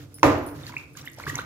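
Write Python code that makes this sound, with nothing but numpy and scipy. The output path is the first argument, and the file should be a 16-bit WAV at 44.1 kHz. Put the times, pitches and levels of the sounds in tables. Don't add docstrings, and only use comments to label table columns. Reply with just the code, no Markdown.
import sys
import numpy as np
from scipy import signal
from scipy.fft import rfft, irfft, next_fast_len
from scipy.io import wavfile
from scipy.ndimage import uniform_filter1d, map_coordinates

SR = 44100
rng = np.random.default_rng(int(sys.argv[2]) if len(sys.argv) > 2 else 0)


def store_wav(level_fs):
    pcm = np.round(np.clip(np.atleast_2d(level_fs), -1, 1) * 32767)
    wavfile.write(sys.argv[1], SR, pcm.T.astype(np.int16))


def decibels_to_gain(level_db):
    exponent = np.asarray(level_db, float) / 20
    return 10 ** exponent


N = 63945

# pitch in Hz, level in
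# dB, time to fall 60 dB in seconds.
KNOCK_MODES = [(292.3, -4, 0.65), (391.5, -5.5, 0.36), (438, -19, 0.48), (502.5, -8, 0.43), (559.6, -3, 0.24),
               (631.4, -4, 0.46), (849, -17, 0.27), (947, -12, 0.22), (1024, -9, 0.48), (1058, -8, 0.16),
               (1200, -8.5, 0.42), (1830, -9.5, 0.16),
               (59.9, -22, 0.93), (95, -11, .6), (133, -9, 0.41), (251.3, -9.5, .5)]
# pitch in Hz, level in dB, 60 dB fall in seconds.
SNAP_MODES = [(969, 5.5, 0.012), (624, -8, 0.02), (1400, -5, 0.015), (2060, -12.5, 0.019),
              (2615, -9.5, 0.015), (4750, -17.5, 0.0073), (5800, -12, 0.0095), (6920, -13.5, 0.0061)]
# frequency in Hz, level in dB per Hz.
ECHO_COLOUR = [(96, -14), (200, -24), (300, -9.5), (1200, -19.5), (2700, -30), (3300, -36.5), (7200, -41),
               (8600, -54)]
# frequency in Hz, level in dB per Hz.
SPLASH_COLOUR = [(7000, -20), (9000, -2.5), (12000, 4.5), (15500, -12), (16200, -32.5)]
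# frequency in Hz, 60 dB fall in seconds.
KITCHEN_DECAY = [(100, 0.81), (400, 0.65), (1100, 0.74), (3000, 0.6), (8000, 0.48), (15000, 0.56)]
# start in seconds, peak in dB, pitch in Hz, 60
# dB fall in seconds, pitch rise as a share.
BUBBLE_EVENTS = [(0.6335, -38, 3630, 0.013, 0.086), (0.6657, -37, 4440, 0.0071, 0.21),
                 (0.6753, -37.5, 1740, 0.019, 0.39), (0.694, -39.5, 935, 0.029, 0.09),
                 (0.694, -35.5, 1430, 0.0088, 0.12), (0.661, -47, 2010, 0.012, .4),
                 (.724, -37, 2200, 0.0085, .1), (0.738, -34, 1002, 0.019, 0.086),
                 (0.7652, -20, 2420, 0.018, 0.37), (0.9517, -43, 1580, 0.017, 0.36),
                 (0.9704, -43, 1200, 0.014, 0.31), (0.9928, -44, 1370, 0.016, 0.53),
                 (1.043, -45.5, 1673, 0.023, 0.23), (1.0627, -39, 2835, 0.024, 0.32),
                 (1.075, -23.5, 2006, 0.0077, 0.062), (1.174, -47, 847, 0.027, 0.09),
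                 (1.2004, -28, 1430, 0.0066, 0.32), (1.219, -38, 2300, 0.009, 0.1),
                 (1.2376, -28.5, 2170, 0.01, 0.1), (1.2653, -26, 1198, 0.014, 0.18),
                 (1.268, -22, 1655, 0.015, 0.22), (1.275, -27.5, 1910, .016, .15),
                 (1.277, -36, 3000, .007, 0.45), (1.294, -38, 2700, .007, .1),
                 (1.4, -37.5, 3180, 0.0068, .3), (1.2787, -29.5, 1115, 0.018, 0.24),
                 (1.2971, -20.5, 1880, 0.016, 0.13), (1.352, -26, 2120, 0.015, 0.32),
                 (1.382, -30, 4200, 0.007, 0.25), (1.3883, -21, 1390, 0.019, 0.33),
                 (1.387, -28.5, 1002, .01, .1), (1.198, -34.5, 990, 0.01, 0.092)]
# start in seconds, level in dB, pitch in
# Hz.
GLUG_EVENTS = [
    (0.24, -6, 425),
    (0.245, -3, 320),
    (.244, -17.5, 129),
    (.3135, -12.5, 301),
    (1.277, -20, 377),
    (1.266, -20, 141),
    (1.345, -27, 130),
    (1.327, -23, 330),
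    (1.39, -21, 480),
]
# start in seconds, peak in dB, pitch in Hz.
DROPLET_EVENTS = [(0.6671, -22.5, 4540), (.669, -36, 3820), (0.782, -33, 7170), (0.9716, -24.5, 7000),
                  (1.0133, -28, 5800), (1.054, -29.5, 12640), (1.064, -36, 12900), (1.0814, -35.5, 12600),
                  (1.1, -34.5, 7550), (1.1418, -34, 10300), (1.234, -33, 4330), (1.285, -28.5, 8100),
                  (1.2949, -21.5, 6700), (1.3556, -11.5, 6340), (1.3817, -27.5, 11600), (1.397, -36, 6100)]
# start in seconds, peak in dB, pitch in Hz,
# cycles to die away.
DRIP_EVENTS = [
    (.1845, -33, 1500, 4),
    (.1855, -34, 5500, 8),
    (.196, -41, 2100, 22),
    (.188, -38, 2300, 6),
    (.741, -31, 1700, 14),
    (1.018, -35, 3900, 25),
    (1.081, -29, 3600, 35),
    (1.386, -21, 3800, 25),
]
# start in seconds, peak in dB, pitch in Hz.
TICK_EVENTS = [(.1955, -34.5, 6200), (.660, -42, 6500), (.679, -38, 9200), (.697, -44, 8000),
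               (.781, -36, 5000), (.933, -44.5, 14000), (.935, -53.5, 6530), (.941, -43, 10500),
               (.944, -51, 5400), (.965, -49, 11100), (.969, -39, 13000), (.975, -41.5, 12500),
               (.975, -31, 4630), (.988, -45.5, 11500), (1.014, -48, 13500), (1.021, -39, 7500),
               (1.056, -33.5, 7900), (1.066, -48, 14500), (1.118, -38, 12000), (1.131, -38, 14500),
               (1.134, -37, 6500), (1.148, -38, 6000), (1.165, -42, 13500), (1.186, -35, 5500),
               (1.189, -43, 9500), (1.199, -33, 4800), (1.200, -50, 8500), (1.209, -36, 13600),
               (1.223, -44, 6000), (1.232, -36.5, 7500), (1.242, -39, 12500), (1.256, -31, 4700),
               (1.274, -35, 10500), (1.274, -45, 14000), (1.284, -39, 4800), (1.294, -41, 12500),
               (1.299, -28, 8200), (1.306, -44, 6800), (1.325, -36.5, 6800), (1.356, -41, 13500),
               (1.360, -38, 14500), (1.377, -37, 6470), (1.383, -38, 14500), (1.397, -37, 10000),
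               (1.406, -43, 13500)]
# start in seconds, peak in dB, tilt in dB per octave.
CLINK_EVENTS = [
    (.1425, -33, 4),
    (.4633, -33, 12),
]
# pitch in Hz, level in dB, 60 dB fall in seconds.
BANGLE_MODES = [(5220, -9, 0.2), (9580, -11, 0.23), (10100, -6.5, 0.14), (14000, -14, 0.18),
                (14430, -17, 0.22)]
# start in seconds, peak in dB.
THIN_CLINK_EVENTS = [
    (.381, -48.5),
    (.424, -54),
    (.435, -52),
    (1.058, -48),
]
# pitch in Hz, level in dB, 60 dB fall in seconds.
THIN_BANGLE_MODES = [(12000, -3, .05), (12700, 0, .07), (13400, -2, .05)]
# time in seconds, level in dB.
STIR_CURVE = [(0, -52.5), (.09, -70.5), (.55, -61), (.62, -51.5), (.68, -51), (.8, -54), (.86, -62),
              (.93, -71), (.97, -53), (1.07, -55), (1.11, -67), (1.16, -59.5), (1.19, -50), (1.25, -53.5),
              (1.29, -45), (1.33, -51), (1.39, -43), (1.45, -57.5)]
# frequency in Hz, level in dB per Hz.
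SLOSH_COLOUR = [(300, -29), (1500, 3), (3000, 2), (7000, -2), (8500, -14), (12500, -4), (15600, -10),
                (16200, -41.5)]
# time in seconds, level in dB.
HEAVE_CURVE = [(0, -42), (.12, -50.5), (.5, -41), (.72, -43.5), (.9, -48.5), (1.01, -45.5), (1.1, -52.5),
               (1.28, -38), (1.45, -42.5)]
# frequency in Hz, level in dB per Hz.
RUMBLE_COLOUR = [(40, -58.5), (200, -35.5), (450, -15.5), (900, -28.5)]
# pitch in Hz, width in Hz, level in dB.
ROOM_RESONANCES = [(63, 6.7, -2), (95.7, 29, 0.5), (140.8, 26, 2), (263, 62, -10.5), (290.8, 6.3, 1.5),
                   (335, 42, -14.5)]
# frequency in Hz, level in dB per Hz.
HISS_COLOUR = [(300, 3.5), (900, -14.5), (5000, -12), (15600, -21), (16300, -52)]
# frequency in Hz, correlation from 0 to 1.
LEFT_RIGHT_LIKENESS = [(60, 0.9), (250, 0.93), (700, 0.4), (2000, 0.19), (8000, 0.018)]


def unit(x):
    return x / np.sqrt(np.mean(x ** 2) + 1e-20)


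def along(points, hz):
    f, value = np.transpose(points)
    return np.interp(np.log(hz + 1), np.log(f + 1), value)


def curve(rows):
    return np.interp(np.arange(N) / SR, *np.transpose(rows))


def wobble(rate):
    return map_coordinates(rng.standard_normal(200), [np.arange(N) * rate / SR])


def filtered(x, response):
    m = next_fast_len(N + 8192)
    return irfft(rfft(x, m) * response(np.fft.rfftfreq(m, 1 / SR)), m)[..., :N]


def rush(gain):
    def mid_side(hz):
        turn = np.arccos(np.clip(along(LEFT_RIGHT_LIKENESS, hz), -1, 1)) / 2
        return gain(hz) * np.array([np.cos(turn), np.sin(turn)])

    mid, side = filtered(rng.standard_normal((2, N)), mid_side)
    return unit(np.array([mid + side, mid - side]))


def dying(x, scale):
    hz, t, z = signal.stft(x, SR, nperseg=256)
    t60 = scale * along(KITCHEN_DECAY, hz)[:, None]
    return signal.istft(z * decibels_to_gain(-60 * t / t60), SR, nperseg=256)[1][:, :x.shape[1]]


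def delayed(x, seconds):
    return np.pad(x, ((0, 0), (round(seconds * SR), 0)))[:, :N]


def place(s, waves):
    at = np.round(np.asarray(s) * SR).astype(int)[:, None] + np.arange(waves.shape[1])
    return np.bincount(at.ravel(), waves.ravel(), N + SR)[:N]


def blips(db, hz, t60, rise, swell_s, size):
    glide_s = 0.0042
    t = np.arange(size) / SR
    db, t60, rise, swell_s = [np.broadcast_to(v, np.shape(hz))[:, None] for v in (db, t60, rise, swell_s)]
    glide = (1 + rise / 2) * t - rise * glide_s * (1 - np.exp(-t / glide_s))
    swell = (1 - np.exp(-t / swell_s)) ** 2
    return decibels_to_gain(db - 60 * t / t60) * np.sin(2 * np.pi * hz[:, None] * glide) * swell


def knock():
    knock_s, splash_s = .2303, .2355

    hz, db, t60 = np.transpose(KNOCK_MODES)
    swell_s = .013 / (1 + (hz / 450) ** 2)
    rings = blips(db - 14, hz, t60, 0, swell_s, size=SR)
    rings = rings * decibels_to_gain(1.5 * np.array([wobble(45)[:SR] for _ in hz]))
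    lean_db = 2 * rng.standard_normal(len(hz))[:, None] * (hz[:, None] > 450)
    ring = np.array([place([knock_s], (rings * decibels_to_gain(k * lean_db)).sum(0)[None]) for k in (1, -1)])

    hz, db, t60 = np.transpose(SNAP_MODES)
    snap = place(hz * 0 + knock_s, blips(db + 3.5, hz, t60, 0, 0.00079, size=2048))
    snap = snap * decibels_to_gain([[-2], [1.5]])

    echo = dying(rush(lambda f: decibels_to_gain(along(ECHO_COLOUR, f)) * (f > 44)), scale=0.87)
    echo = echo * (1 - np.exp(-np.arange(N) / SR / 0.00065))
    spray = dying(rush(lambda f: decibels_to_gain(along(SPLASH_COLOUR, f)) * (f > 6000)), scale=0.57)
    return ring + snap + decibels_to_gain(-13) * delayed(echo, knock_s) + decibels_to_gain(-39) * delayed(spray, splash_s)


def bubbles():
    s, db, hz, t60, rise = np.transpose(BUBBLE_EVENTS)
    return place(s, blips(db + 13, hz, t60, rise, .11 * t60, size=2048))


def air_pockets():
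    s, db, hz = np.transpose(GLUG_EVENTS)
    return place(s, blips(db, hz, 11 / hz, 0, 0.97 / hz, size=4096))


def droplets():
    bright = [(*d, 30) for d in DROPLET_EVENTS]
    ticks = [(s, db + 4, hz, .0022 * hz) for s, db, hz in TICK_EVENTS]
    s, db, hz, cycles = np.transpose(DRIP_EVENTS + bright + ticks)
    t = np.arange(800) / SR
    draw = rng.standard_normal((len(s), 800))
    crack = .1 * draw * decibels_to_gain(db[:, None] - 60 * t / .012) * (1 - np.exp(-t / .001))
    ring = blips(db, hz, cycles / hz, 0.077, cycles / 20 / hz, size=800)
    waves = decibels_to_gain(2.5) * (ring + np.diff(crack, prepend=0))
    lean_db = 2 * draw[:, :1]
    return np.array([place(s, waves * decibels_to_gain(k * lean_db)) for k in (1, -1)])


def clinks(hits, modes, rattle):
    out = 0
    hz, level, t60 = np.transpose(modes)
    for s, db, tilt in hits:
        ring = blips(db + level + tilt * np.log2(hz / 10000), hz, t60, 0, 0.00048, size=8192)
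        shake = uniform_filter1d(rng.standard_normal(ring.shape), size=100, axis=1)
        shake = shake * 10 * hz[:, None] / 10000
        ring = (ring * (1 + rattle * shake)).sum(0)[None] / (1 + rattle)
        tick = 0.45 * rng.standard_normal((1, 8192)) * decibels_to_gain(db - 60 * np.arange(8192) / SR / 0.005)
        out = out + place([s], ring + np.diff(tick, prepend=0))
    return out


def bangles():
    thin = [(*hit, 0) for hit in THIN_CLINK_EVENTS]
    return clinks(CLINK_EVENTS, BANGLE_MODES, rattle=.8) + clinks(thin, THIN_BANGLE_MODES, rattle=6)


def grains(count, hz, spread, cycles, size):
    u, g = rng.random((count, 2)), rng.standard_normal(count)
    f = np.clip(hz * np.exp(spread * g), 200, 15500)
    size_db = -3 * np.log(u[:, 1] + .03)
    return unit(place(u[:, 0] * N / SR, blips(size_db, f, cycles / f, 0.16, .5 / f, size=size)))


def wash():
    stir = curve(STIR_CURVE)
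    slosh = decibels_to_gain(stir - 1 + 4.5 * wobble(43.08)) * rush(lambda f: decibels_to_gain(along(SLOSH_COLOUR, f)))
    fizz = [grains(count=350, hz=6500, spread=.6, cycles=20, size=400) for _ in range(2)]
    return slosh + decibels_to_gain(stir - 6) * np.array(fizz)


def gurgle():
    stir = curve(STIR_CURVE)
    level_db = 1.45 * (stir - stir.max()) + stir.max() + 3
    return decibels_to_gain(level_db) * grains(count=500, hz=1722, spread=0.388, cycles=11.0, size=1500)


def kitchen(x):
    tail = dying(rng.standard_normal((2, SR // 2)), scale=0.67)
    late = np.pad(x, (round(0.0028 * SR), 0))[None]
    return decibels_to_gain(-6.5) * signal.fftconvolve(late, tail / np.linalg.norm(tail[0]), axes=1)[:, :N]


def rumble():
    def shape(f):
        modes = sum(decibels_to_gain(db) / (1 + ((f - c) / width * 2) ** 2) for c, width, db in ROOM_RESONANCES)
        return (decibels_to_gain(along(RUMBLE_COLOUR, f)) + modes) * (f < 1500)

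    low = decibels_to_gain(curve(HEAVE_CURVE) + 0.43 * wobble(12.2)) * rush(shape)
    return low + decibels_to_gain(-64) * rush(lambda f: decibels_to_gain(along(HISS_COLOUR, f)) * (f > 300))


def scene():
    near = bubbles() + gurgle() + bangles()
    spray = droplets()
    answer = kitchen(near + decibels_to_gain(-6) * spray.mean(0))
    return knock() + near + air_pockets() + spray + wash() + answer + rumble()


def band_limit(x):
    return signal.sosfilt(signal.butter(12, 16680, fs=SR, output="sos"), x)


def record(dry):
    left_db, left_lag_s = -2, .0001
    top, top_hz, bottom_hz = .99, 15900, 48
    side = np.array([[.5], [-.5]])
    x = filtered(dry, lambda hz: decibels_to_gain(side * left_db) * np.exp(-2j * np.pi * hz * side * left_lag_s))
    x = x / (1 + abs(x / top) ** 6) ** (1 / 6)
    x = filtered(x, lambda hz: (hz < top_hz) * hz ** 4 / (hz ** 4 + bottom_hz ** 4))
    return band_limit(x)


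dry = scene()
out = record(dry)
store_wav(out)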